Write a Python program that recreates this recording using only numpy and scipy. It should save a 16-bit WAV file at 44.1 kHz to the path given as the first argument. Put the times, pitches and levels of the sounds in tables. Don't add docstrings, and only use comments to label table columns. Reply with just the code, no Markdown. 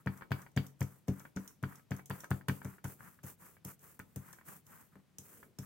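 import sys
import numpy as np
from scipy import signal
from scipy.fft import rfft, irfft
from scipy.io import wavfile

SR = 44100
rng = np.random.default_rng(int(sys.argv[2]) if len(sys.argv) > 2 else 0)


def persist_wave(psi):
    counts = np.round(np.clip(psi, -1, 1) * 32767).astype(np.int16)
    wavfile.write(sys.argv[1], SR, np.atleast_2d(counts).T)


N = 249165
TIME = np.arange(N) / SR
AGE = np.arange(SR // 2) / SR

# t/s, thump level/dB, upper over lower table modes/dB,
# smack level/dB, bright spit level/dB, clack delay/s, clack level/dB, crack over clack/dB
LANDINGS = [(0.06, -37, -1.5, -62.5, -57, .012, -36.5, -17), (0.307, -37, -9.5, -67, -63, .0107, -34, -10),
            (0.563, -32.5, -4, -47, -49, .0112, -35.5, -5.5),
            (0.806, -35.5, -7, -46, -41.5, .0103, -40.5, -13),
            (1.081, -34.5, -0.5, -50, -47, 0.0022, -58, -1),
            (1.361, -42.5, 10.5, -48, -52.5, 0.0096, -44, -16),
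            (1.627, -39.5, -4, -59, -51, 0.01, -38.5, -17),
            (1.907, -39.5, -3.5, -51.5, -52, .0103, -41, -12),
            (2.097, -43, -2.5, -56.5, -43, .013, -41, -12), (2.305, -35, -8.5, -52, -41, .009, -35, -17),
            (2.483, -35, -3, -46.5, -37, 0.0012, -35.5, -7), (2.646, -44, -3, -54, -49, 0.0066, -52.5, -27),
            (2.842, -43.5, -4.5, -52, -42.5, 0.0011, -51, -11),
            (3.005, -65, -26, -78, -74, 0.0011, -52, -39),
            (3.236, -51.5, -4.5, -56.5, -68, 0.0091, -68, -15),
            (3.648, -51.5, -1, -50.5, -41, 0.0084, -74, -12),
            (3.991, -61.5, 2, -60.5, -47.5, .008, -46, -18),
            (4.159, -46, -4.5, -52.5, -42.5, .002, -65, -7), (4.954, -63.5, 9, -80, -68, 0.0013, -61, -20),
            (5.183, -60, -1.5, -45.5, -44, .003, -87, -3), (5.586, -47, -4, -48, -47, .001, -62, -5)]
# f/Hz, level/dB
SCUFF_COLOUR = [(120, -17.5), (260, 2.5), (420, 3.5), (750, -5.5), (1500, -13.5), (2400, -17),
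                (4000, -28.5), (16000, -44)]


def undb(db):
    return 10 ** (np.asarray(db) / 20)


def unit(x):
    return x / np.sqrt(np.mean(x ** 2))


def unit_attack(x, seconds):
    return x / np.sqrt(np.mean(x[..., :int(seconds * SR)] ** 2))


def lookup(points, hz):
    f, value = np.transpose(points)
    return np.interp(np.log(hz + 1), np.log(f), value)


def colour(x, points, size=2048):
    hz = np.fft.rfftfreq(size, 1 / SR)
    cepstrum = irfft(np.log(undb(lookup(points, hz))))
    cepstrum[1:size // 2] *= 2
    cepstrum[size // 2 + 1:] = 0
    response = irfft(np.exp(rfft(cepstrum)))
    return signal.fftconvolve(x, response[None], axes=-1)[:, :x.shape[-1]]


def fade(t60):
    return np.exp(-np.log(1000) * AGE / t60)


def spread(three, width):
    width = np.clip(width, 0, 1)
    return np.sqrt(1 - width) * three[0] + np.sqrt(width) * three[1:]


def burst(t60, width):
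    return spread(rng.standard_normal((3, len(AGE))), width) * fade(t60)


def grains(per_second, scatter_db, width):
    hits = rng.random((3, N)) < per_second / SR
    sizes = undb(scatter_db * np.minimum(rng.exponential(size=(3, N)), 5))
    polarity = rng.choice([-1, 1], (3, N))
    return unit(spread(hits * sizes * polarity, width))


def pan(x, left_db):
    return x * undb(np.array([[left_db], [-left_db]]) / 2)


def add(track, s, hit):
    start = max(int(s * SR), 0)
    part = hit[..., :max(N - start, 0)]
    track[:, start:start + part.shape[-1]] += part


def room_tone(tone_db=-69):
    # f/Hz, level/dB
    murmur_colour = [(25, -57), (55, -2.5), (90, 6), (175, 7.5), (300, -4), (500, -9.5), (800, -14),
                     (2000, -17.5), (5000, -23.5), (16000, -30)]
    noise = spread(rng.standard_normal((3, N)), width=0.49)
    return pan(undb(tone_db) * unit(colour(noise, murmur_colour)), left_db=2)


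def stroke_speed(start_s, length_s, landing_near_s=.02, landed_speed=0.56, touch_s=0.0026):
    lands = any(abs(s - start_s) < landing_near_s for s, *_ in LANDINGS)
    entry = landed_speed * lands
    progress = (TIME - start_s) / length_s
    crest = 0.29 + 0.091 * entry
    arch = np.sin(np.pi / 2 * np.interp(progress, [0, crest, 1], [0, 1, 0])) ** 2
    contact = np.clip((TIME - start_s) / touch_s, 0, 1)
    return contact * (arch + entry * (1 - arch) * (progress < crest))


def rolling(sizzle_db=0.0, rub_db=0.0, drag_db=-13, grip_hz=80, hiss_db=-87.5, rub_power=1.63):
    # t/s, length/s, ink sizzle level/dB, axle rub level/dB
    strokes = [(-.17, 0.23, -59, -49.5), (0.066, 0.24, -62.5, -60), (0.304, 0.23, -61, -57),
               (0.568, 0.19, -63, -62), (0.791, 0.27, -63, -67.5), (1.072, 0.28, -61.5, -61.5),
               (1.356, 0.24, -61, -61), (1.636, 0.23, -61.5, -59.5), (1.908, 0.15, -60.5, -56.5),
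               (2.097, .21, -55.5, -57.5), (2.299, .15, -59, -62), (2.48, 0.18, -54, -60.5),
               (2.627, 0.2, -58.5, -57.5), (2.839, 0.15, -50, -57), (2.95, 0.29, -59, -59.5),
               (3.23, 0.14, -49.5, -56.5), (3.363, .25, -56.5, -61.5), (3.644, 0.13, -51.5, -58.5),
               (3.776, 0.25, -57, -62.5), (3.96, 0.49, -74.5, -80.5), (4.157, 0.34, -61, -61.5),
               (4.436, 0.2, -50.5, -56), (4.628, 0.33, -59, -61), (4.89, 0.18, -81, -70.5),
               (5.198, 0.34, -57, -67), (5.595, .15, -59, -64.5)]
    # f/Hz, level/dB
    ink_colour = [(1000, -8), (2500, -4.5), (4000, -14), (5200, -8), (6500, -1), (8200, 2.5), (10000, 1),
                  (12500, 6.5), (14500, 2.5), (16000, 6.5)]
    # f/Hz, level/dB
    rub_colour = [(50, -2.5), (100, -3.5), (175, 14), (280, -6.5), (500, -15), (780, -5), (970, 2),
                  (1400, 2.5), (1900, -2.5), (2500, -12.5), (3700, -28), (16000, -37)]
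    ink, rub = 0, 0
    for start_s, length_s, ink_db, axle_db in strokes:
        speed = stroke_speed(start_s, length_s)
        ink = ink + undb(ink_db) * speed
        rub = rub + undb(axle_db) * speed ** rub_power
    tack_db = 2.4 * np.interp(TIME * grip_hz, np.arange(N), rng.standard_normal(N))

    threads = grains(per_second=4500, scatter_db=3, width=.95)
    sliding = grains(per_second=2700, scatter_db=1.0, width=0.71)
    catches = .5 * grains(per_second=130, scatter_db=2.2, width=.25)
    skids = grains(per_second=2000, scatter_db=0.0, width=0.41)

    sizzle = unit(colour(threads, ink_colour)) * (ink + undb(hiss_db)) * undb(sizzle_db + tack_db / 2)
    friction = unit(colour(sliding + catches, rub_colour)) * rub * undb(rub_db + tack_db)
    drag = unit(colour(skids, SCUFF_COLOUR)) * ink * undb(drag_db)
    return sizzle + pan(friction + drag, left_db=2.0)


def table_thumps(contact_s=0.0023, split_hz=165, upper_db=-7, thump_db=0.0):
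    # f/Hz, level/dB, t60/s
    table_modes = [(58, -14, .12), (97, -5.5, .25), (137, 0, .32), (191, -8, .3), (214, -19, .2),
                   (247, -12, .22), (286, -12, .25), (330, -20, .2), (388, -18, .2), (424, -15, .25),
                   (537, -19, .18), (577, -18, .18), (712, -16, .14)]
    press_s, choke_s, ring_left = .041, .008, .25
    out = np.zeros((2, N))
    push = AGE * np.exp(-4 * AGE / contact_s)
    damping = ring_left + (1 - ring_left) * np.exp(-np.maximum(AGE - press_s, 0) / choke_s)
    for s, db, tilt_db, *_ in LANDINGS:
        ring = 0
        for k, (hz, mode_db, t60) in enumerate(table_modes):
            stray_db, detune = rng.standard_normal(2) * [1, .008]
            place_db = (hz > split_hz) * (tilt_db - upper_db)
            weight = (-1) ** k * undb(mode_db + place_db + stray_db)
            ring = ring + weight * fade(t60) * np.sin(2 * np.pi * hz * (1 + detune) * AGE)
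        thump = signal.fftconvolve(ring * damping, push)[:len(AGE)]
        add(out, s, undb(db + thump_db) * unit_attack(thump, seconds=0.1))
    return pan(out, left_db=2.0)


def rubber_scuffs(scuff_db=-17.0, medium_db=-38.5, growth=0.74):
    out = np.zeros((2, N))
    for s, db, *_ in LANDINGS:
        scuff = colour(burst(t60=0.16, width=0.04), SCUFF_COLOUR)
        strength_db = medium_db + growth * (db - medium_db)
        add(out, s, undb(strength_db + scuff_db) * unit_attack(scuff, seconds=0.063))
    return pan(out, left_db=9.5)


def ink_smacks(smack_db=-3.5, spit_db=-4.5, squeeze_s=.0012, click_spit_db=5):
    # t/s, level/dB ahead of the trims
    wet_clicks = [(0.174, -62.5), (0.317, -56), (0.418, -60), (0.516, -75.5), (0.666, -57), (0.827, -51.5),
                  (1.196, -57), (1.477, -51.5), (1.756, -58), (1.965, -57.5), (2.058, -55), (2.204, -52),
                  (2.243, -57), (3.793, -68), (4.329, -55.5), (4.666, -63)]
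    # f/Hz, level/dB
    smack_colour = [(1500, -26), (3400, -4.5), (4500, -17.5), (5400, 0.5), (6300, 5.5), (7500, -1.5),
                    (9000, -10), (11000, -51.5), (16000, -39)]
    # f/Hz, level/dB
    spit_colour = [(5000, -19), (9000, 0), (10500, -6.5), (12000, 0.5), (13000, -3), (14300, -1),
                   (16000, -3.5)]
    out = np.zeros((2, N))
    on_landing = [(s + squeeze_s, low_db, high_db) for s, _, _, low_db, high_db, *_ in LANDINGS]
    extra = [(s, db, db + click_spit_db) for s, db in wet_clicks]
    for s, low_db, high_db in on_landing + extra:
        smack = unit_attack(colour(burst(t60=0.027, width=1.0), smack_colour), seconds=0.0078)
        spit = unit_attack(colour(burst(t60=0.019, width=0.82), spit_colour), seconds=0.0068)
        add(out, s, undb(low_db + smack_db) * smack + undb(high_db + spit_db) * spit)
    return out


def axle_clacks(ring_db=-15, clack_db=-1.98, chatter_db=-21, impact_db=17, rattle_crack_db=-19):
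    # t/s, level/dB ahead of the trims
    rattles = [(0.210, -51.5), (0.221, -46), (0.231, -55), (0.394, -55), (0.432, -70), (0.464, -54),
               (1.203, -55.5), (1.252, -50), (1.725, -56.5), (1.795, -62), (1.993, -50.5), (2.104, -41.5),
               (2.236, -49.5), (2.243, -46), (2.411, -56), (2.496, -36), (2.617, -49.5), (2.783, -59.5),
               (2.852, -45.5), (3.189, -61.5), (3.567, -62.5), (3.993, -52), (4.333, -55.5), (4.386, -57),
               (4.412, -60), (5.429, -53)]
    # f/Hz, level/dB, t60/s
    frame_modes = [(888, 1, 0.11), (1090, -16, 0.18), (1290, 7, 0.18), (1464, 21, 0.049),
                   (1590, -17, 0.058), (1610, -18, 0.13), (1757, 10.5, 0.079), (1970, -19, 0.18),
                   (2280, 11, 0.1), (3370, -13.5, 0.16), (3280, -40, .09)]
    # f/Hz, level/dB
    clack_colour = [(200, 0), (450, -4), (780, -5), (960, 2), (1200, -2.5), (1600, 5.5), (2200, -6),
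                    (2800, -20.5), (5000, -67), (16000, -54)]
    # f/Hz, level/dB
    crack_colour = [(1200, -41), (2300, -3), (2800, -1.5), (3400, -4), (3900, -13.5), (4700, -5),
                    (5500, -23.5), (9000, -32), (16000, -12.5)]
    blow_t60, buzz_t60 = 0.011, 0.029
    out = np.zeros((2, N))
    impact = undb(impact_db) * signal.unit_impulse(len(AGE), int(0.0005 * SR))
    after_landings = [(s + delay_s, db, sharp_db, blow_t60) for s, *_, delay_s, db, sharp_db in LANDINGS]
    loose = [(s, db, rattle_crack_db, buzz_t60) for s, db in rattles]
    for s, db, sharp_db, contact_t60 in after_landings + loose:
        chatter = undb(chatter_db) * burst(t60=0.065, width=0.46)
        contact = impact + burst(t60=contact_t60, width=0.51) + chatter
        body = unit_attack(colour(contact, clack_colour), seconds=0.0099)
        crack = unit_attack(colour(burst(t60=0.057, width=0.96), crack_colour), seconds=0.0083)
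        ring = 0
        for hz, mode_db, t60 in frame_modes:
            place = spread(rng.standard_normal((3, 1)), width=0.79)
            ring = ring + undb(mode_db) * fade(t60) * np.sin(2 * np.pi * hz * AGE) * place
        ring = unit_attack(ring, seconds=0.025)
        clack = undb(clack_db) * body + undb(ring_db) * ring + undb(sharp_db) * crack
        add(out, s, undb(db) * clack)
    return pan(out, left_db=1.5)


def arm_brush():
    # t/s, level/dB
    brush = [(5.15, -88), (5.25, -74), (5.36, -71), (5.45, -64.5), (5.52, -75), (5.57, -98)]
    # f/Hz, level/dB
    brush_colour = [(80, -17), (220, 4), (300, -5), (410, 1.5), (560, -9), (900, -24), (4000, -41)]
    s, db = np.transpose(brush)
    noise = unit(colour(spread(rng.standard_normal((3, N)), width=0.16), brush_colour))
    return noise * np.interp(TIME, s, undb(db), left=0, right=0)


def room(x, wet_db, width, delay_s=0.001, build_s=0.0025):
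    # f/Hz, t60/s
    room_decay = [(100, 0.25), (400, 0.45), (1500, 0.1), (5000, 0.22), (15000, 0.2)]
    hz = np.fft.rfftfreq(len(AGE), 1 / SR)
    noise = rfft(spread(rng.standard_normal((3, len(AGE))), width))
    centres, decays = np.transpose(room_decay)
    tail = 0
    for band, t60 in zip(np.eye(len(centres)), decays):
        band_gain = lookup(np.c_[centres, band], hz)
        tail = tail + irfft(noise * band_gain, len(AGE)) * fade(t60)
    tail = tail * np.clip((AGE - delay_s) / build_s, 0, 1)
    tail = unit(tail) / np.sqrt(len(AGE))
    return x + undb(wet_db) * signal.fftconvolve(x, tail, axes=-1)[:, :N]


def scene():
    thumps = room(table_thumps() + rubber_scuffs(), wet_db=-17, width=.6)
    smacks = room(ink_smacks(), wet_db=-5, width=1.0)
    clacks = room(axle_clacks(), wet_db=-5.5, width=1.0)
    return room_tone() + rolling() + thumps + smacks + clacks + arm_brush()


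def record(dry, low_cut_hz=42, top_hz=15900):
    high_pass = signal.butter(2, low_cut_hz, "high", fs=SR, output="sos")
    low_pass = signal.ellip(10, .2, 70, top_hz, fs=SR, output="sos")
    thinned = signal.sosfilt(high_pass, dry)
    return signal.sosfilt(low_pass, thinned)


dry = scene()
out = record(dry)
persist_wave(out)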